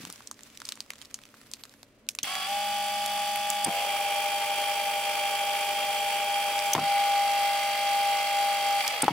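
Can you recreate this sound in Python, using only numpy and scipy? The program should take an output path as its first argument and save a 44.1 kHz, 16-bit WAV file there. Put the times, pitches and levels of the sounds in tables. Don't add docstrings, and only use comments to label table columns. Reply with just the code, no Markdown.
import sys
import numpy as np
from scipy import signal
from scipy.fft import rfft, irfft, next_fast_len
from scipy.io import wavfile
from scipy.ndimage import uniform_filter1d, map_coordinates

SR = 44100
rng = np.random.default_rng(int(sys.argv[2]) if len(sys.argv) > 2 else 0)


def waveform_to_disk(signal):
    frames = np.transpose(np.atleast_2d(signal))
    scaled = np.clip(frames, -1, 1) * 32767
    samples = np.round(scaled).astype(np.int16)
    wavfile.write(sys.argv[1], SR, samples)


def boost_factor(decibels):
    exponent = np.asarray(decibels, float) / 20
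    return 10 ** exponent


N = 402191
T = np.arange(N) / SR
SMALL_MODES = rng.standard_normal(320)
CLICK_PAN_DB = -3
STAGE_S = [2.2, 2.48, 3.68, 6.78, 9.2]
# start_s, pinion_hz, level_db
COAST = [
    (8.815, 802.5, -67),
    (8.84, 795.5, -34.5),
    (8.9, 778, -50),
    (8.94, 698, -45),
    (9.0, 547, -52),
    (9.03, 440.7, -61),
]


def level(x, db):
    return x * boost_factor(db) / np.sqrt(np.mean(x ** 2))


def curve(rows, col):
    return np.interp(T, np.array(rows)[:, 0], np.array(rows)[:, col])


def shape(points, hz):
    return np.interp(np.log(hz + 1), np.log(np.array(points)[:, 0]), np.array(points)[:, 1])


def colour(x, db_of):
    size = next_fast_len(N)
    hz = np.arange(size // 2 + 1) * SR / size
    return irfft(rfft(x, size) * boost_factor(db_of(hz)), size)[..., :N]


def walk(rate_hz):
    k = int(SR / rate_hz)
    held = np.repeat(rng.standard_normal(N // k + 1), k)
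    return 1.288 * uniform_filter1d(uniform_filter1d(held, k), k)[:N]


def wide(mid, side):
    # hz, side_minus_mid_db
    width = [(60, -29), (110, -6), (200, -12.5), (380, -7.5), (700, -10.5), (1290, -1), (2380, 0),
             (4400, 2.5), (8120, 4.5), (15000, 5)]
    # hz, left_minus_right_db
    lean = [(60, 0.5), (110, 0.79), (200, 0.3), (380, 0), (700, 2.5), (1290, -1), (2380, -0.7),
            (4400, -0.3), (8120, -3), (15000, -0.5)]
    size = next_fast_len(N)
    hz = np.arange(size // 2 + 1) * SR / size
    skew = irfft(rfft(mid, size) * 1j * np.sign(np.cos(hz / 170 - .9)), size)[:N]
    side = colour(0.36 * skew + 0.54 * side, lambda hz: shape(width, hz))
    left = colour(mid + side, lambda hz: shape(lean, hz) / 2)
    right = colour(mid - side, lambda hz: -shape(lean, hz) / 2)
    return np.array([left, right])


def ring(modes, length_s):
    t = T[:int(length_s * SR)]
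    out = 0
    for hz, db, t60_s in modes:
        out = out + rng.choice([-1, 1]) * boost_factor(db) * np.sin(2 * np.pi * hz * t) * 1000. ** (-t / t60_s)
    return out


def add(out, sound, s):
    i = int(s * SR)
    out[..., i:i + sound.shape[-1]] += sound[..., :N - i]


def room():
    # hz, level_db_per_hz
    air_db = [(12, -47), (20, -16), (70, -13.5), (153, -12.5), (185, -17), (225, -7.5), (324, -14),
              (614, -15.5), (788, -24), (2680, -29), (15500, -56)]
    # hz, level_db
    hum = [(118.4, -75), (220.7, -71), (279, -71.5), (590, -78)]
    air = level(colour(rng.standard_normal((2, N)), lambda hz: shape(air_db, hz)), -62)
    out = wide(*air) * boost_factor(.6 * walk(4.3))
    for hz, db in hum:
        out += np.sqrt(2) * boost_factor(db + 1.1 * walk(2.54)) * np.sin(2 * np.pi * hz * T)
    return out


def squeaks():
    # start_s, pitch_hz, level_db
    glides = [
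        [(1.35, 10800, -90), (1.38, 10820, -76), (1.44, 10980, -76), (1.5, 11500, -77), (1.57, 11900, -78),
         (1.61, 12300, -69), (1.655, 12520, -71), (1.7, 12050, -73), (1.83, 9900, -82)],
        [(1.29, 12100, -90), (1.32, 12250, -77), (1.4, 12600, -77), (1.44, 12720, -78), (1.53, 12400, -84)],
        [(1.45, 13600, -86), (1.6, 13500, -79), (1.67, 13350, -79), (1.75, 12800, -86)],
        [(1.55, 12650, -82), (1.65, 13150, -80)],
        [(1.76, 12900, -81), (1.795, 11950, -81)],
        [(1.81, 12250, -84), (1.84, 12000, -78), (1.865, 11500, -84)],
    ]
    out, waver, flicker_db = np.zeros(N), 1 + .002 * walk(70), 3 * walk(60)
    for k, rows in enumerate(glides):
        on = (T > rows[0][0]) & (T < rows[-1][0])
        turns = np.cumsum((curve(rows, 1) * waver)[on]) / SR
        level_db = curve(rows, 2)[on] + flicker_db[k * 9000:][:len(turns)]
        out[on] += np.sin(2 * np.pi * turns) * boost_factor(level_db)
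    return out * boost_factor(np.array([[3], [5]]))


def snap(peak_db, hz, pan_db, decay_ms, ring_share, low_db, low_hz, top_hz):
    t = T[:3000]
    noise = rng.standard_normal((3, len(t)))
    noise = noise[0] + 0.75 * noise[1:]
    attack = np.minimum(t * 1000 / (0.078 * decay_ms ** 2), 1)
    tail = 0.066 * np.exp(-t / 0.014) * np.repeat(rng.uniform(.3, 1.5, size=30), 100)
    burst = noise * attack * (np.exp(-t * 1000 / decay_ms) + tail)
    tone = signal.lfilter(*signal.iirpeak(min(hz, 14000), 4.5, fs=SR), burst)
    broad = signal.lfilter(*signal.butter(2, [max(0.45 * hz, 900), top_hz], "band", fs=SR), burst)
    low = signal.lfilter(*signal.iirpeak(low_hz, 1.6, fs=SR), burst)
    sound = ring_share * 3 * tone + (1 - ring_share) * broad + 4 * boost_factor(low_db) * low
    return sound / np.abs(sound).max() * boost_factor(peak_db + np.array([[pan_db], [-pan_db]]) / 2)


def bags():
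    # start_s, peak_db, ring_hz, low_share_db
    crackle = [(0.0515, -22, 3250, -12), (0.1006, -25, 5300, -7), (0.1256, -27, 9500, -26),
               (0.159, -36, 5750, -20), (0.2057, -34.5, 1330, 13), (0.2728, -27, 5900, -26),
               (0.3127, -21.5, 6500, -8.5), (0.408, -34, 2160, -31), (0.4334, -32, 6940, -29),
               (0.5739, -27, 5100, -31), (0.602, -29, 3600, -28), (0.618, -27, 4100, -2),
               (0.6528, -23, 5370, -37), (0.6894, -15, 4830, -17), (0.7215, -18.5, 3800, -33),
               (0.7741, -36, 1010, -4), (0.8046, -17.5, 4730, -21), (0.9042, -18.5, 2300, -14),
               (0.9348, -30.5, 1330, -30), (1.0155, -24.5, 3250, -31), (1.0498, -38, 4270, -32),
               (1.1429, -17, 6200, -25), (1.1893, -35, 1940, -16), (1.2363, -34.5, 2930, -27),
               (1.3414, -38.5, 1450, 13), (1.5145, -31.5, 7950, -22), (1.536, -20, 4400, -18),
               (1.6366, -23.5, 4650, -13.5), (1.739, -38.5, 1190, -5), (1.8304, -28.5, 4000, -4)]
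    # start_s, peak_db, ring_hz
    faint = [(.0722, -35, 1930), (.179, -42, 1630), (.2224, -40, 3450), (.3426, -42, 5050),
             (.392, -39, 2070), (.5013, -40, 2970), (.5469, -46, 3960), (.5518, -43, 2900),
             (.6555, -30, 8000), (.6655, -39, 3640), (.671, -34, 6500), (.681, -39, 5200),
             (.7265, -36, 3400), (.7552, -37, 7800), (.862, -46, 1170), (.9562, -39, 3470),
             (.9827, -42, 3700), (1.022, -35, 3000), (1.028, -37, 2200), (1.055, -36, 5020),
             (1.1114, -43, 2350), (1.2161, -45, 2730), (1.2535, -39, 2570), (1.2895, -43, 3110),
             (1.4142, -41, 1840), (1.653, -36, 1600), (1.6945, -42, 4000), (2.0667, -52, 3600)]
    # start_s, level_db
    rustle = [(0.0, -48), (0.35, -65), (0.43, -59), (.63, -61), (.665, -52), (.7, -54), (.75, -60),
              (0.8, -61), (0.96, -62), (1.03, -57), (1.1, -63), (1.62, -62), (1.91, -72.5), (2.14, -78),
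              (2.23, -70)]
    # hz, level_db_per_hz
    film = [(180, -47), (300, -22), (584, -10.5), (1120, -4.5), (1390, -4), (1690, -4.5), (2100, -2.5),
            (6300, -8.5), (16000, -16.5)]
    out = np.zeros((2, N))
    folds = crackle + [(s, db + 1.5, hz, -22) for s, db, hz in faint]
    for (s, db, hz, low_db), side in zip(folds, rng.random(len(folds))):
        pan_db = -1.5 - 0.5 * (2 * side - 1)
        add(out, snap(db + 1.0, hz, pan_db, decay_ms=0.95, ring_share=0.39,
                      low_db=low_db, low_hz=1240, top_hz=8500), s)
    size_db = np.minimum(3.5 * rng.exponential(size=N), 16)
    grains = rng.standard_normal((2, N)) * (.6 + boost_factor(size_db) * (rng.random(N) < .015))
    grains = level(colour(grains, lambda hz: shape(film, hz)), 0)
    creak_db = 2.5 * walk(120)
    return out + wide(*grains) * boost_factor(curve(rustle, 1) + creak_db) * (T < rustle[-1][0])


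def relay(peak_db, kind):
    # hz, level_db, t60_s
    modes = [
        [(3230, -10, .016), (5300, -12, .007), (5850, -6, .008), (6200, 0, .013), (7750, -9, .007),
         (8870, -10, .007), (13100, -13, .006), (15200, -14, .006)],
        [(3300, -13, .01), (4970, -10, .008), (6300, -12, .006), (7550, -7, .008), (8400, -6, .008),
         (8860, 0, .011), (9540, -6, .007), (11050, -15, .014)],
    ]
    # delay_s, level_db, crack_db
    hits = [
        [(0, 0, -19), (.003, -10, -5), (.0048, -14, -14)],
        [(0, -7, -20), (.0013, -8, -20), (.0024, 0, -13), (.0035, -3, -18), (.005, -12, -20)],
    ]
    out, t = np.zeros((2, 2500)), T[:int(.035 * SR)]
    band = signal.butter(2, [5000, 15000], "band", fs=SR)
    for wait_s, db, crack_db in hits[kind]:
        both, left, right = (ring(modes[kind], .035) for _ in range(3))
        frame = (both + .4 * np.array([left, right])) * np.minimum(t / .0005, 1)
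        crack = signal.lfilter(*band, rng.standard_normal((2, len(t))) * np.exp(-t / .0008))
        add(out, boost_factor(db) * frame + 2 * boost_factor(crack_db) * crack, wait_s)
    return out / np.abs(out).max() * boost_factor(peak_db + CLICK_PAN_DB * np.array([[.5], [-.5]]))


def remotes():
    # start_s, peak_db, ring_hz, case_share_db
    clicks = [(2.1505, -21, 6700, -8), (2.1876, -12.5, 3500, -6), (2.3535, -12, 1900, -8),
              (3.061, -13.5, 7600, -7), (3.3588, -12, 10490, 0), (9.043, -15, 8900, -2),
              (2.243, -20, 2200, -12), (6.7508, -13, 2000, -16), (9.0812, -18, 2600, -8),
              (6.7548, -19, 2900, -10), (6.797, -22, 4900, -12)]
    # start_s, button_db, button_ring_hz, relay_db, relay_kind (0 pulls in, 1 drops out)
    presses = [
        (2.0885, -9.5, 6000, -13.5, 0),
        (3.5018, -9, 6800, -8.5, 1),
        (6.5907, -15, 4910, -6, 0),
        (8.878, -8.5, 5600, -8.5, 1),
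    ]
    out, relay_lag_s = np.zeros((2, N)), .1422
    for s, db, hz, relay_db, kind in presses:
        clicks = clicks + [(s, db + 2, hz, -17)]
        add(out, relay(relay_db, kind), s + relay_lag_s)
    for s, db, hz, case_db in clicks:
        add(out, snap(db - 2, hz, CLICK_PAN_DB, decay_ms=1.2, ring_share=0.45,
                      low_db=case_db, low_hz=2920, top_hz=min(1.9 * hz, 13000)), s)
    return out


def knocks():
    # start_s, peak_db, hardness (0-1)
    blows = [(.002, -39, 0.02), (.036, -39, 0), (.07, -40.5, 0.11), (0.093, -42.5, 0.12),
             (2.232, -40.5, 0.12), (3.661, -25, 0.5), (3.669, -23.5, 0.3), (3.681, -23.5, 0.22),
             (3.69, -28, 0.4), (6.75, -16.5, 0.45), (6.763, -20.5, 0.5), (6.78, -19, 0.34),
             (6.791, -22.5, 0.6), (6.811, -31, 0.14), (6.829, -36, 0), (6.86, -44, 0.04),
             (9.0318, -17, 0.38), (9.04, -20, 0.3), (9.05, -29, 0.1), (9.081, -6.5, 0.87),
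             (9.104, -25, 0.07)]
    # hz, level_db, t60_s
    desk_modes = [(105, -31, 0.08), (165, -13, 0.09), (205, -14, .08), (258.7, -9.5, 0.07),
                  (320, -9.5, 0.06), (400, -14, .05), (474, -13, 0.06)]
    # hz, level_db, t60_s
    tube_modes = [(806, 7.5, 0.033), (926, -2.5, 0.061), (1033, -8, 0.05), (1317, -2.5, 0.036),
                  (1620, -17, 0.036), (2250, -6, 0.016)]
    out = np.zeros(N)
    band = signal.butter(1, [200, 2300], "band", fs=SR)

    def struck(modes, detune, soft_db):
        return ring([(hz * d, db - soft_db * np.log2(hz / 180), t60_s)
                     for (hz, db, t60_s), d in zip(modes, detune)], .2)

    for s, db, hard in blows:
        soft_db = 9 * max(1 - hard / .2, 0)
        detune = 1 + .06 * rng.standard_normal(13)
        desk = struck(desk_modes, detune, soft_db)
        tube = struck(tube_modes, detune[7:] ** (.3 if hard > .8 else 2), soft_db)
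        scrape = signal.lfilter(*band, rng.standard_normal(len(desk))) * np.exp(-T[:len(desk)] / 0.0075)
        blow = (1 - 0.75 * hard) * desk + hard * tube + (0.28 + 0.6 * hard) * scrape
        add(out, boost_factor(db) * blow / np.abs(blow).max(), s)
    out = signal.sosfilt(signal.butter(2, [78, 3500], "band", fs=SR, output="sos"), out)
    return np.array([out * boost_factor(4.0), out * boost_factor(1.5)])


def turn_pattern(turns, order_db, drift, wobble_db):
    rows, size = 64, 2048
    steps = rng.standard_normal((rows, len(order_db)))
    slip = np.cumsum(steps, axis=0) * drift * np.sqrt(np.arange(len(order_db)))
    gain = boost_factor(order_db + wobble_db * rng.standard_normal(slip.shape))
    start = 2 * np.pi * rng.random(len(order_db))
    table = irfft(gain * np.exp(1j * (start + slip)), size) * size / np.sqrt(2)
    table = np.c_[table, table[:, :1]]
    return map_coordinates(table, [T / T[-1] * (rows - 1), turns % 1 * size], order=1)


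def geared(rows):
    # shaft_multiple, level_db
    orders = [(12, -6), (14, -16), (16, 0), (18, -5), (20, -19), (23, -12), (44, -13), (46, -12), (48, -2),
              (61, -16)]
    start_s, end_s = rows[0][0], rows[-1][0]
    hunt = 1 + .0008 * walk(9) + .008 * walk(60) * (T < start_s + .23)
    turns = np.cumsum(curve(rows, 1) * hunt) / SR / 16
    order_db = np.full(64, -60.)
    order_db[[k for k, _ in orders]] = [db for _, db in orders]
    pattern = turn_pattern(turns, order_db, drift=0.044, wobble_db=0.8)
    tones = boost_factor(curve(rows, 2)) * pattern * (T > start_s) * (T < end_s)
    return colour(tones, lambda hz: (hz > 1500) * (-14 + 15 / (1 + ((hz - 2380) / 110) ** 2)))


def supply_sag(col):
    # start_s, pinion_sag_hz, tone_dip_db, held_s
    sags = [
        (3.651, 30, 4.3, 0.01242),
        (6.735, 15, 7.2, 0.05004),
    ]
    fall_s, recover_s, out = 0.0217, .03, 0
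    for row in sags:
        fall = np.clip((T - row[0]) / fall_s, 0, 1)
        recovery = np.exp(-np.maximum(T - row[0] - fall_s - row[3], 0) / recover_s)
        out = out + row[col] * fall * recovery
    return out


def body_db(stage, hz):
    # hz, level_db_per_hz
    hiss = [
        [(41, -75), (70, -48), (202, -28), (547, -31), (613, -10), (701, -20), (803, -3), (962, -20.5),
         (1150, -22.5), (3330, -15.5), (4090, -26.5), (4680, -26.5), (15500, -35)],
        [(41, -72), (70, -49), (511, -19.5), (599, -11), (717, -20), (803, -2.5), (1050, -22), (1730, -20),
         (2320, -13.5), (3330, -17), (3820, -25), (4680, -26.5), (15500, -31)],
        [(41, -71), (70, -48), (446, -25), (599, -11.5), (701, -15.5), (803, -3), (1010, -20.5), (1850, -18.5),
         (2030, -12), (3190, -16.5), (5360, -25.5), (9860, -28.5), (15500, -30)],
    ]
    # hz, width_hz, level_db
    housing = [(1171, 180, 9), (2210, 900, 5.5), (3250, 130, 3), (3630, 130, 1), (4650, 1020, 7),
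               (5900, 420, 6.5), (6200, 130, -15), (7470, 75, 12), (9200, 99, -3), (9880, 2100, 5),
               (13500, 230, 3), (13800, 600, -3), (15000, 550, 3)]
    ripple_db = 2.6 * np.interp(hz, np.arange(len(SMALL_MODES)) * 70., SMALL_MODES)
    resonance_db = sum(db / (1 + (2 * (hz - f) / w) ** 2) for f, w, db in housing)
    return shape(hiss[max(stage - 1, 0)], hz) + resonance_db + ripple_db


def stage_share(stage):
    edge_s = np.array([-.02, .02])
    rise = np.interp(T, STAGE_S[stage] + edge_s, [0, 1])
    return rise * np.interp(T, STAGE_S[stage + 1] + edge_s, [1, 0])


def pinion_tones(turns, level_db):
    step_s, slip_hz_per_s, slip_start_turns, partner_db = 7.08, 2.13, 0.065, -12.5
    slip = slip_start_turns + slip_hz_per_s * (T - step_s) ** 2 / 2
    partner = boost_factor(partner_db) * np.clip((T - STAGE_S[3]) / 0.038, 0, 1) * (T < COAST[0][0])
    both = np.sin(2 * np.pi * 16 * turns) + partner * np.sin(2 * np.pi * (16 * turns + slip))
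    return np.sqrt(2) * boost_factor(level_db + .5 * walk(14)) * both


def gear_teeth(turns, near_hz, load_db):
    stage_pinion_hz = [751, 814, 807, 807]
    # shaft_multiple, level_db
    unbalance = [(2, -70), (4, -64)]
    # hz, level_db
    slack = [(796.7, -45), (1125, -47), (1362, -53), (1690, -52), (2304, -50), (2821, -54), (3004, -56),
             (3192, -56), (3381, -45), (3946, -58), (4506, -55), (4603, -51), (4980, -58)]
    # hz, level_db
    alone = [(204.6, -57), (608.3, -45), (662.1, -55), (764.4, -53), (866.7, -53), (1168, -53), (1475, -57),
             (1626, -59), (1830, -57), (2239, -52), (2492, -52), (2595, -53), (2697, -54), (2950, -49),
             (3257, -51), (3461, -50), (3661, -59), (4527, -53), (4883, -57)]
    # hz, level_db
    opposed = [(602.9, -42), (656.8, -53), (1464, -56), (1615, -56), (2471, -54), (2724, -56), (2778, -54),
               (2929, -55), (3079, -52), (3128, -53), (3230, -45), (3429, -56), (3580, -55), (4037, -62),
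               (4490, -59)]
    # hz, level_db
    together = [(602.9, -42), (656.8, -51), (909.8, -51), (1163, -54), (1211, -52), (1464, -55),
                (1615, -54), (2073, -48), (2326, -49), (2422, -51), (2724, -53), (2772, -52), (2923, -53),
                (3128, -54), (3225, -46), (3278, -51), (4032, -55), (4484, -55)]
    teeth, order = 0, np.arange(300)
    for stage, lines in enumerate((slack, alone, opposed, together)):
        shaft_hz = stage_pinion_hz[stage] / 16
        order_db = body_db(stage, order * shaft_hz) - 47 + 3 * rng.standard_normal(len(order))
        order_db[[round(k) for k, _ in unbalance]] = [db for _, db in unbalance]
        order_db[5:11] -= 6 * (stage == 1)
        order_db[16] = -90
        for hz, db in lines:
            k = round(hz / shaft_hz)
            if abs(hz / shaft_hz - k) < .13 and k != 16:
                order_db[k] = db + 2 * (hz > 1000)
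        teeth = teeth + stage_share(stage) * turn_pattern(turns, order_db, drift=.045, wobble_db=1.2)
    speed_gain = np.clip((near_hz - 560) / 190, 0, 1) ** 2
    return teeth * speed_gain * boost_factor(0.95 * np.minimum(load_db, 0) * (T > STAGE_S[2]))


def gear_hiss(dip_db):
    stage_gear_db = [-41.5, -44.5, -39.5, -39.5]
    stage_brush_db = [-44.5, -43, -43.5, -44]
    unload_s, stop_s, loose_db, stop_db_per_s = 8.78, 9.066, 4, -110
    loose_s = np.clip(T - unload_s, 0, stop_s - unload_s)
    rattle_db = loose_db * np.minimum(loose_s / 0.029, 1) + stop_db_per_s * np.maximum(T - stop_s, 0)
    gear_db = -14 * loose_s + rattle_db - 0.6 * dip_db
    brush_db = -36 * loose_s + rattle_db - 0.65 * dip_db
    hiss = 0
    for stage in range(4):
        share = stage_share(stage)
        gear_db = gear_db + share * stage_gear_db[stage]
        brush_db = brush_db + share * stage_brush_db[stage]
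        noise = colour(rng.standard_normal((2, N)), lambda hz: body_db(stage, hz))
        hiss = hiss + np.sqrt(share) * level(noise, 0)
    gear = signal.sosfiltfilt(signal.butter(2, 5500, fs=SR, output="sos"), hiss)
    brush = level(hiss - gear, 0.1) * boost_factor(brush_db + 0.37 * walk(25))
    return level(gear, 0.67) * boost_factor(gear_db + 0.4 * walk(18) + 1.6 * walk(350)) + brush


def motors():
    # start_s, pinion_hz, level_db
    near = [(2.23, 420, -62), (2.27, 706, -52), (2.31, 745, -43), (2.46, 752.4, -45), (2.485, 795, -33),
            (2.53, 807.4, -29.5), (2.6, 813.4, -31), (3.64, 816.3, -32), (3.9, 808.7, -31),
            (5.0, 806.7, -32.5), (6.73, 808.2, -30), (6.86, 807, -27), (8.815, 804.6, -27.5),
            (8.83, 800, -50), (8.87, 814.5, -38), (9.02, 819, -38), (9.04, 774, -53), (9.12, 730, -44)]
    # start_s, pinion_hz, level_db
    far = [(3.66, 425, -70), (3.7, 700, -42), (3.84, 733.3, -42), (3.88, 787.4, -41), (4.3, 796.7, -41.5),
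           (5.0, 796, -42), (6.0, 791.8, -44), (6.73, 800, -41.5), (6.76, 700, -70)]
    near_hz, dip_db = curve(near, 1) - supply_sag(1), supply_sag(2)
    hunt = 1 + .0006 * walk(9) + .0008 * walk(60) * (T < STAGE_S[1])
    turns = np.cumsum(near_hz * hunt) / SR / 16
    running = np.clip((T - near[0][0]) / 0.012, 0, 1)
    pinion_db = curve(near, 2) - dip_db
    tones = pinion_tones(turns, pinion_db) + gear_teeth(turns, near_hz, pinion_db + 32)
    tones = tones + geared(far) + geared(COAST)
    chop = 1 + .22 * np.sin(2 * np.pi * turns) + .14 * np.sin(10 * np.pi * turns)
    chop = chop + .12 * np.sin(2 * np.pi * 1.4 * turns)
    hiss = gear_hiss(dip_db)
    return running * wide(tones + chop * hiss[0], 0.096 * np.roll(tones, 37) + chop * hiss[1])


def scene():
    return motors() + bags() + remotes() + squeaks() + knocks() + room()


def low_pass(x):
    return signal.sosfilt(signal.butter(12, 16810, fs=SR, output="sos"), x)


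def record(dry):
    rounded = .6 * np.tanh(dry / .6)
    mix = signal.sosfilt(signal.ellip(10, .2, 60, 15750, fs=SR, output="sos"), rounded)
    return low_pass(mix)


dry = scene()
out = record(dry)
waveform_to_disk(out)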